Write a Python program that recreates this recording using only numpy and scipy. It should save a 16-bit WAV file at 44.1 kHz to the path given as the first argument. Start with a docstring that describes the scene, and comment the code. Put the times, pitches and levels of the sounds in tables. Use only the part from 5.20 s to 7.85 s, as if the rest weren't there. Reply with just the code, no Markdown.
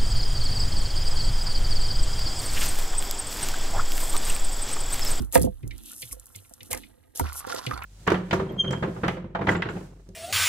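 """A film-sealed drink cup is knocked about by a plastic straw and fingers, on a table beside a phone.
Blows ring the cup and thump the table, the straw taps, and thin plastic cracks, rasps and rustles.
At the end the cup is dragged and lifted, and its contents knock and rattle inside.
The phone's left port hears the bass weaker and phase-shifted, and the cup's low ring nearly inverted."""
import sys
import numpy as np
from scipy import signal
from scipy.fft import rfft, irfft, next_fast_len
from scipy.io import wavfile

SR = 44100
rng = np.random.default_rng(int(sys.argv[2]) if len(sys.argv) > 2 else 0)


def master(y):
    """Save y as 16-bit WAV."""
    cut = np.clip(np.atleast_2d(y).T, -1, 1)
    pcm = np.round(cut * 32767)  # scale
    wavfile.write(sys.argv[1], SR, pcm.astype(np.int16))


N = 116865


def undb(db):
    return 10 ** (np.asarray(db) / 20)


def unit(x):
    return x / np.sqrt(np.mean(x ** 2))


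def noise(n=N):
    return rng.standard_normal(n)


def band(x, lo_hz, hi_hz):
    return signal.sosfilt(signal.butter(3, [lo_hz, hi_hz], "band", fs=SR, output="sos"), x)


def fader(table, column):
    points = np.array(table)
    return undb(np.interp(np.arange(N) / SR, points[:, 0], points[:, column]))


def fade(t, t60):
    return np.exp(-np.log(1000) * t / t60)


def ring(modes, detune=0.):
    """Struck modes dying away, peak 1; detune is their random pitch spread."""
    t = np.arange(SR // 6) / SR
    ratios = 1 + detune * noise(len(modes))
    y = sum(undb(db) * fade(t, t60) * np.sin(2 * np.pi * hz * ratio * t)
            for (hz, db, t60), ratio in zip(modes, ratios))
    return y / np.abs(y).max()


def add(out, start_s, sound, peak_db):
    i = int(start_s * SR)
    out[i:i + len(sound)] += (undb(peak_db) * sound / np.abs(sound).max())[:N - i]


def grains(per_s, spread_db):
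    """Random tiny clicks, some larger than the rest."""
    clicks = (rng.random(N) < per_s / SR) * noise()
    return clicks * undb(spread_db * np.minimum(rng.exponential(size=N), 3))


def crinkle():
    """Sparse creases, each a short burst of noise, over a little hiss."""
    burst = fade(np.arange(SR // 50) / SR, t60=0.014)
    gate = signal.fftconvolve(np.abs(grains(per_s=250, spread_db=2.5)), burst)[:N]
    return (unit(gate) + 0.7) * noise()


# Fader moves for the table's rumble: time_s, low_db, high_db
RUMBLE_LEVELS = [(0.0, -28, -28.5), (0.15, -66.5, -91), (0.24, -30.5, -53), (0.38, -62, -67),
                 (0.47, -44, -57), (0.66, -74.5, -57), (0.92, -61, -71.5), (1.03, -67.5, -74),
                 (1.33, -67, -74), (1.59, -68, -49), (1.81, -65, -73.5), (1.98, -68.5, -69),
                 (2.14, -59.5, -112), (2.52, -63, -46), (2.65, -46.5, -89)]

def table_rumble():
    """The table top rumbles restlessly in two bass bands."""
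    low = fader(RUMBLE_LEVELS, 1) * unit(band(noise(), 33, 110.3))
    high = fader(RUMBLE_LEVELS, 2) * unit(band(noise(), 200, 332))
    return undb(7) * low + undb(5) * high


# Fader moves for the plastic's rustle: time_s, treble_db, mid_db
RUSTLE_LEVELS = [(0.0, -51, -43), (0.11, -70.5, -80), (0.25, -68.5, -63), (0.5, -67, -65.5),
                 (0.59, -60, -50.5), (0.73, -49.5, -59), (0.8, -44, -63), (0.96, -62.5, -61.5),
                 (1.17, -58, -67.5), (1.48, -65.5, -60), (1.61, -57.5, -48.5), (1.75, -71.5, -67),
                 (1.94, -74.5, -72.5), (2.01, -53, -38.5), (2.12, -58, -41.5), (2.17, -67, -45.5),
                 (2.53, -55.5, -41.5), (2.65, -70, -99)]
# Tone of the film's treble: freq_hz, gain_db
FILM_EQ = [(3290, -42.5), (5600, -13), (7070, -15), (9510, -11), (11500, -8), (15000, -18), (16100, -40.5),
           (16400, -49)]

def film_rustle(grab_s=1.95):
    """Thin plastic rustles: bright fizz over crinkling mids, both swelling with each rasp."""
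    freqs, eq = np.fft.rfftfreq(N, 1 / SR), np.array(FILM_EQ)
    colour = undb(np.interp(np.log(freqs + 1), np.log(eq[:, 0]), eq[:, 1], left=-60))
    fizz = unit(grains(per_s=1900, spread_db=4.5)) + 0.98 * noise()
    treble = unit(irfft(rfft(fizz) * colour, N))
    creases = crinkle()
    # Before the grab the straw scrapes in a narrow band; after it the whole cup crinkles.
    narrow, wide = unit(band(creases, 2600, 4400)), unit(band(creases, 2830, 6220))
    mids = np.where(np.arange(N) < grab_s * SR, narrow, wide)
    treble_gain = undb(0.5) * fader(RUSTLE_LEVELS, 1) + rasp_envelope(3)
    mid_gain = undb(-8.5) * fader(RUSTLE_LEVELS, 2) + rasp_envelope(4)
    return treble_gain * treble + mid_gain * mids


# Fader moves for the rattle: time_s, level_db
RATTLE_LEVELS = [(0.0, -46.5), (0.13, -78), (0.26, -80.5), (0.39, -72.5), (1.53, -67), (1.79, -79),
                 (2.01, -106.5), (2.04, -38), (2.15, -50.5), (2.19, -45), (2.43, -41.5), (2.65, -42.5)]
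# Resonances of the rattle: pitch_hz, level_db, t60_s
RATTLE_RING = [(799, -14, 0.14), (1050, -7, 0.016), (1110, -0.5, 0.0093), (1370, -4, 0.031),
               (1623, -17.5, 0.0042)]

def contents_rattle():
    """Hard pieces jostle in the cup, a dense patter of ringing clicks."""
    patter = unit(grains(per_s=250, spread_db=1)) + 0.4 * noise()
    rattle = signal.fftconvolve(patter, ring(RATTLE_RING))[:N]
    return undb(1) * fader(RATTLE_LEVELS, 1) * unit(rattle)


# Thumps in the table top: start_s, level_db, pitch_hz
THUMP_HITS = [(.005, -33, 50), (0.04, -63, 58.6), (0.161, -21, 122), (0.175, -25, 64.2),
              (0.208, -23.5, 164), (0.241, -23, 216.3), (0.251, -32.5, 36.06), (0.268, -35, 185),
              (0.431, -32, 108), (0.455, -34, 44.2), (0.518, -45, 65.3), (0.832, -47.5, 113.5),
              (0.913, -43, 51), (1.155, -48, 95.4), (1.413, -52, 94), (1.511, -40.5, 84.7),
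              (1.522, -46, 44.6), (2.008, -34, 114), (2.014, -26.5, 72.9), (2.028, -45, 37.3),
              (2.468, -32, 118.6), (2.526, -36.5, 64)]

def table_thumps(rise_s=0.0072, ring_cycles=21.7, sag=0.22):
    """The table booms: a low tone that sags onto its pitch, with a rough knock on top."""
    out, t = np.zeros(N), np.arange(SR // 2) / SR
    for start_s, db, hz in THUMP_HITS:
        turns = hz * np.cumsum(1 + sag * fade(t, t60=0.1)) / SR + 0.2 * rng.standard_normal()
        boom = (1 - np.exp(-t / rise_s)) * fade(t, ring_cycles / hz) * np.sin(2 * np.pi * turns)
        knock_shape = (1 - np.exp(-t / 0.015)) * fade(t, t60=0.12)
        knock = unit(band(noise(len(t)), 130, 380)) * knock_shape
        add(out, start_s, boom + undb(-5) * knock, db + 8.5)
    return out


# Cracks in the plastic: start_s, level_db, centre_hz
CRACK_HITS = [(0.0204, -33, 10200), (0.0474, -39.5, 9060), (0.1251, -19, 12500), (0.1304, -24, 10700),
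              (0.15, -5, 13200), (0.1769, -17, 11630), (0.196, -25, 10200), (0.2163, -21, 8500),
              (0.2232, -16.5, 12200), (0.2311, -25, 7600), (0.2495, -29, 9750), (0.4773, -36.5, 9840),
              (0.5804, -35, 9400), (0.6358, -38, 10300), (0.6594, -36, 10800), (0.7008, -47, 9550),
              (0.82, -26.5, 10800), (0.9244, -47, 8700), (0.9972, -32.5, 10150), (1.0573, -37, 11500),
              (1.0676, -37.5, 11100), (1.1562, -35, 8700), (1.1607, -27.5, 10850), (1.295, -43.5, 10800),
              (1.337, -35, 9300), (1.3376, -31.5, 8700), (1.431, -34, 8750), (1.5176, -22, 8600),
              (1.5298, -12.5, 10100), (1.548, -23.5, 7800), (1.5751, -27.5, 9410), (1.9594, -25, 9400),
              (1.9746, -21.5, 9500), (1.9959, -16.5, 9800), (2.1296, -29, 9400), (2.2677, -35, 11700),
              (2.2732, -39, 6240), (2.2957, -34.5, 5470), (2.3226, -49, 6070), (2.3293, -30.5, 8700),
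              (2.3471, -27.5, 10500), (2.4645, -29, 8100), (2.576, -36.5, 7300), (2.636, -33, 12100)]

def film_cracks(rise_s=0.00024, snap_s=0.0047, tail_s=0.043):
    """Thin plastic cracks: a bright snap of noise with a faint tail."""
    out, t = np.zeros(N), np.arange(SR // 12) / SR
    shape = (1 - np.exp(-t / rise_s)) * (fade(t, snap_s) + undb(-15.5) * fade(t, tail_s))
    for start_s, db, hz in CRACK_HITS:
        crack = band(noise(len(t)) * shape, hz * 0.55, min(hz * 1.5, 0.45 * SR))
        add(out, start_s, crack, db + 3)
    return out


# Plastic sliding on plastic: start_s, swell_s, hold_s, treble_db, mid_db, hum_db
RASP_STROKES = [(0.108, 0.017, 0.025, -47, -52, -60), (0.126, 0.022, 0.0079, -23, -35, -22.5),
                (0.162, 0.0075, 0.0049, -49, -43, -17), (0.202, 0.0015, 0.057, -48, -54.5, -53),
                (0.641, 0.015, 0.08, -54.5, -53, -83), (0.76, 0.061, 0.091, -56, -61, -73),
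                (0.909, 0.015, 0.0027, -34, -57.5, -79), (1.136, 0.013, 0.048, -70, -57, -68),
                (1.443, 0.005, 0.034, -56, -81.5, -70), (1.501, 0.0095, 0.012, -32.5, -43, -36),
                (1.538, 0.0062, 0.042, -56, -56, -39.5), (1.947, 0.0066, 0.05, -41, -48, -52.5),
                (2.111, 0.063, 0.023, -34.5, -56.5, -59), (2.247, 0.051, 0.096, -52.5, -43, -36.5)]

def rasp_envelope(column, release_s=0.059):
    """Gain of the sliding for one level column: each stroke swells, holds and stops."""
    gain, t = np.zeros(N), np.arange(N) / SR
    for stroke in RASP_STROKES:
        start_s, swell_s, hold_s = stroke[:3]
        swell = np.clip((t - start_s) / swell_s, 0, 1) ** 2
        release = fade(np.maximum(t - (start_s + swell_s + hold_s), 0), release_s)
        gain += undb(stroke[column]) * swell * release
    return gain


# Resonances of the cup: pitch_hz, level_db, t60_s
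CUP_MODES = [(297.8, 4.5, 0.037), (411, -5.5, 0.057), (513, 7, 0.091), (672, 3, 0.066), (859, -5.5, 0.064),
             (1230, -14.5, 0.093), (1640, -8.5, 0.034), (1870, -4, 0.027)]

def cup_hum():
    """Sliding makes the cup hum roughly; the hand halves its ring time."""
    damped = [(hz, db / 2, t60 / 2) for hz, db, t60 in CUP_MODES]
    hum = signal.fftconvolve(crinkle(), ring(damped))[:N]
    return unit(band(hum, 263, 2533)) * (rasp_envelope(5) + undb(-64))


# Taps of the straw: start_s, level_db, tilt_db_per_khz
TAP_HITS = [(0.1304, -39, -1), (0.152, -18, 4.5), (0.4294, -44, -19), (0.5075, -32, -5.5),
            (0.8183, -32, 13), (0.8246, -26.5, 3.5), (0.9097, -40, -28), (1.147, -36.5, 0.5),
            (1.2465, -48, -5), (1.4048, -34, 0.5), (1.512, -30, -11), (1.5296, -24.5, -17),
            (1.6332, -37, -1), (1.8346, -55.5, -1), (2.063, -33, -7), (2.464, -18, 2.5), (2.538, -34, 16),
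            (2.5753, -35.5, 9), (2.6194, -30, -19)]
# Resonances of the straw: pitch_hz, level_db, t60_s
STRAW_MODES = [(2120, 0, .022), (2400, -1, .016), (2890, -2, .014), (3500, -2, .012), (4300, -7, .007)]

def straw_taps(rise_s=0.003, scrape_s=0.02, tail_s=0.11):
    """A tap scrapes for a moment, rings the tube and leaves a short rough tail."""
    out, t = np.zeros(N), np.arange(SR // 6) / SR
    push = (1 - np.exp(-t / rise_s)) * (fade(t, scrape_s) + undb(-16.5) * fade(t, tail_s))
    for start_s, db, tilt in TAP_HITS:
        modes = [(hz, mode_db + tilt * hz / 1000, t60) for hz, mode_db, t60 in STRAW_MODES]
        tap = signal.fftconvolve(noise(len(t)) * push, ring(modes, detune=0.034))
        add(out, start_s, band(band(tap, 1950, 10000), 1950, 10000), db)
    return out


# Blows on the cup: start_s, level_db
BLOW_HITS = [(0.1545, -8.5), (0.183, -22.5), (0.21, -26.5), (0.241, -20.5), (0.271, -26.5), (0.825, -49.5),
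             (0.929, -51), (0.964, -51), (1.31, -51), (1.415, -54.5), (1.507, -35.5), (1.532, -39.5),
             (1.995, -41), (2.006, -26.5), (2.269, -38.5), (2.306, -39), (2.468, -34), (2.507, -35.5)]

def cup_blows(scrape_s=0.0095, octaves_per_db=0.16):
    """Each blow is a short rough push that rings the cup; softer blows are duller."""
    out, t = np.zeros(N), np.arange(SR // 50) / SR
    for start_s, db in BLOW_HITS:
        top_hz = max(5650 * 2 ** (octaves_per_db * db), 600)
        push = band(noise(len(t)) * np.sqrt(t) * fade(t, scrape_s), 194.6, top_hz)
        add(out, start_s, signal.fftconvolve(ring(CUP_MODES, detune=0.0068), push), db + 10)
    return out


# Knocks of the cup's contents: start_s, level_db, pitch_hz
KNOCK_HITS = [(0.155, -10.5, 945), (0.709, -45.5, 1374), (0.726, -44, 1450), (0.926, -41, 1114),
              (1.533, -25, 824), (1.561, -33.5, 760), (1.9971, -13.5, 940), (2.004, -29.5, 1247),
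              (2.011, -32, 1400), (2.0536, -32.5, 1388), (2.0833, -34, 1840), (2.097, -29.5, 1430),
              (2.1225, -31.5, 1193), (2.148, -36.5, 1393), (2.194, -41, 1130), (2.2047, -31.5, 1156),
              (2.226, -38, 1190), (2.2493, -25, 934), (2.2792, -29, 1050), (2.2989, -21, 1150),
              (2.3236, -22, 1400), (2.389, -27.5, 1017), (2.4405, -33, 1342), (2.4605, -46, 1290),
              (2.5108, -18.5, 1218), (2.5225, -25.5, 1280), (2.5336, -25, 1284), (2.576, -31.5, 1402),
              (2.5902, -32.5, 1260), (2.6209, -26.5, 1347), (2.6414, -25, 1413)]

def contents_knocks(ring_s=0.038):
    """Hard pieces knock inside the cup one by one, each ringing three short modes."""
    out, t = np.zeros(N), np.arange(SR // 200) / SR
    for start_s, db, hz in KNOCK_HITS:
        modes = [(hz, 0, ring_s), (hz * 1.22, -6, ring_s * 0.53), (hz * 1.5, -9, ring_s * 0.26)]
        contact = noise(len(t)) * fade(t, t60=0.011)
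        add(out, start_s, np.convolve(ring(modes), contact), db + 1)
    return out


def sources():
    return (table_rumble() + film_rustle() + contents_rattle() + table_thumps() + film_cracks()
            + cup_hum() + straw_taps() + cup_blows() + contents_knocks())


# The phone's left port against its right: freq_hz, gain_db, phase_rad, indirect_share
LEFT_PORT = [(30, -11, 1.2, .95), (70, -6, 1.5, .85), (130, -3, 1.1, .9), (300, -7, 2.5, .45),
             (600, -6, 2.5, .2), (1000, -3.5, 1.5, .6), (2000, -2, -1.2, .8), (4000, -3, -1.2, .8),
             (5500, -2, -2.3, .65), (7500, 0, -1.3, .3)]

def scene(lead_s=0.00008, lead_from_hz=7500):
    """The left port hears weaker, phase-shifted bass, early treble and some sound by other paths."""
    right, indirect = sources(), sources()
    size = next_fast_len(N + SR // 4)
    freqs, port = np.fft.rfftfreq(size, 1 / SR), np.array(LEFT_PORT)
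    db, phase, share = (np.interp(np.log(freqs + 1), np.log(port[:, 0]), port[:, k]) for k in (1, 2, 3))
    phase += 2 * np.pi * lead_s * np.maximum(freqs - lead_from_hz, 0)
    blend = np.sqrt(1 - share ** 2) * rfft(right, size) + share * rfft(indirect, size)
    left = irfft(blend * undb(db) * np.exp(1j * phase), size)[:N]
    return np.array([left, right])


def record(dry, ceiling=0.86, top_hz=16400):
    """The phone clips the loudest peak and cuts the top."""
    lowpass = signal.ellip(8, 0.2, 70, top_hz, fs=SR, output="sos")
    return signal.sosfilt(lowpass, np.clip(dry, -ceiling, ceiling))


dry = scene()
out = record(dry)
master(out)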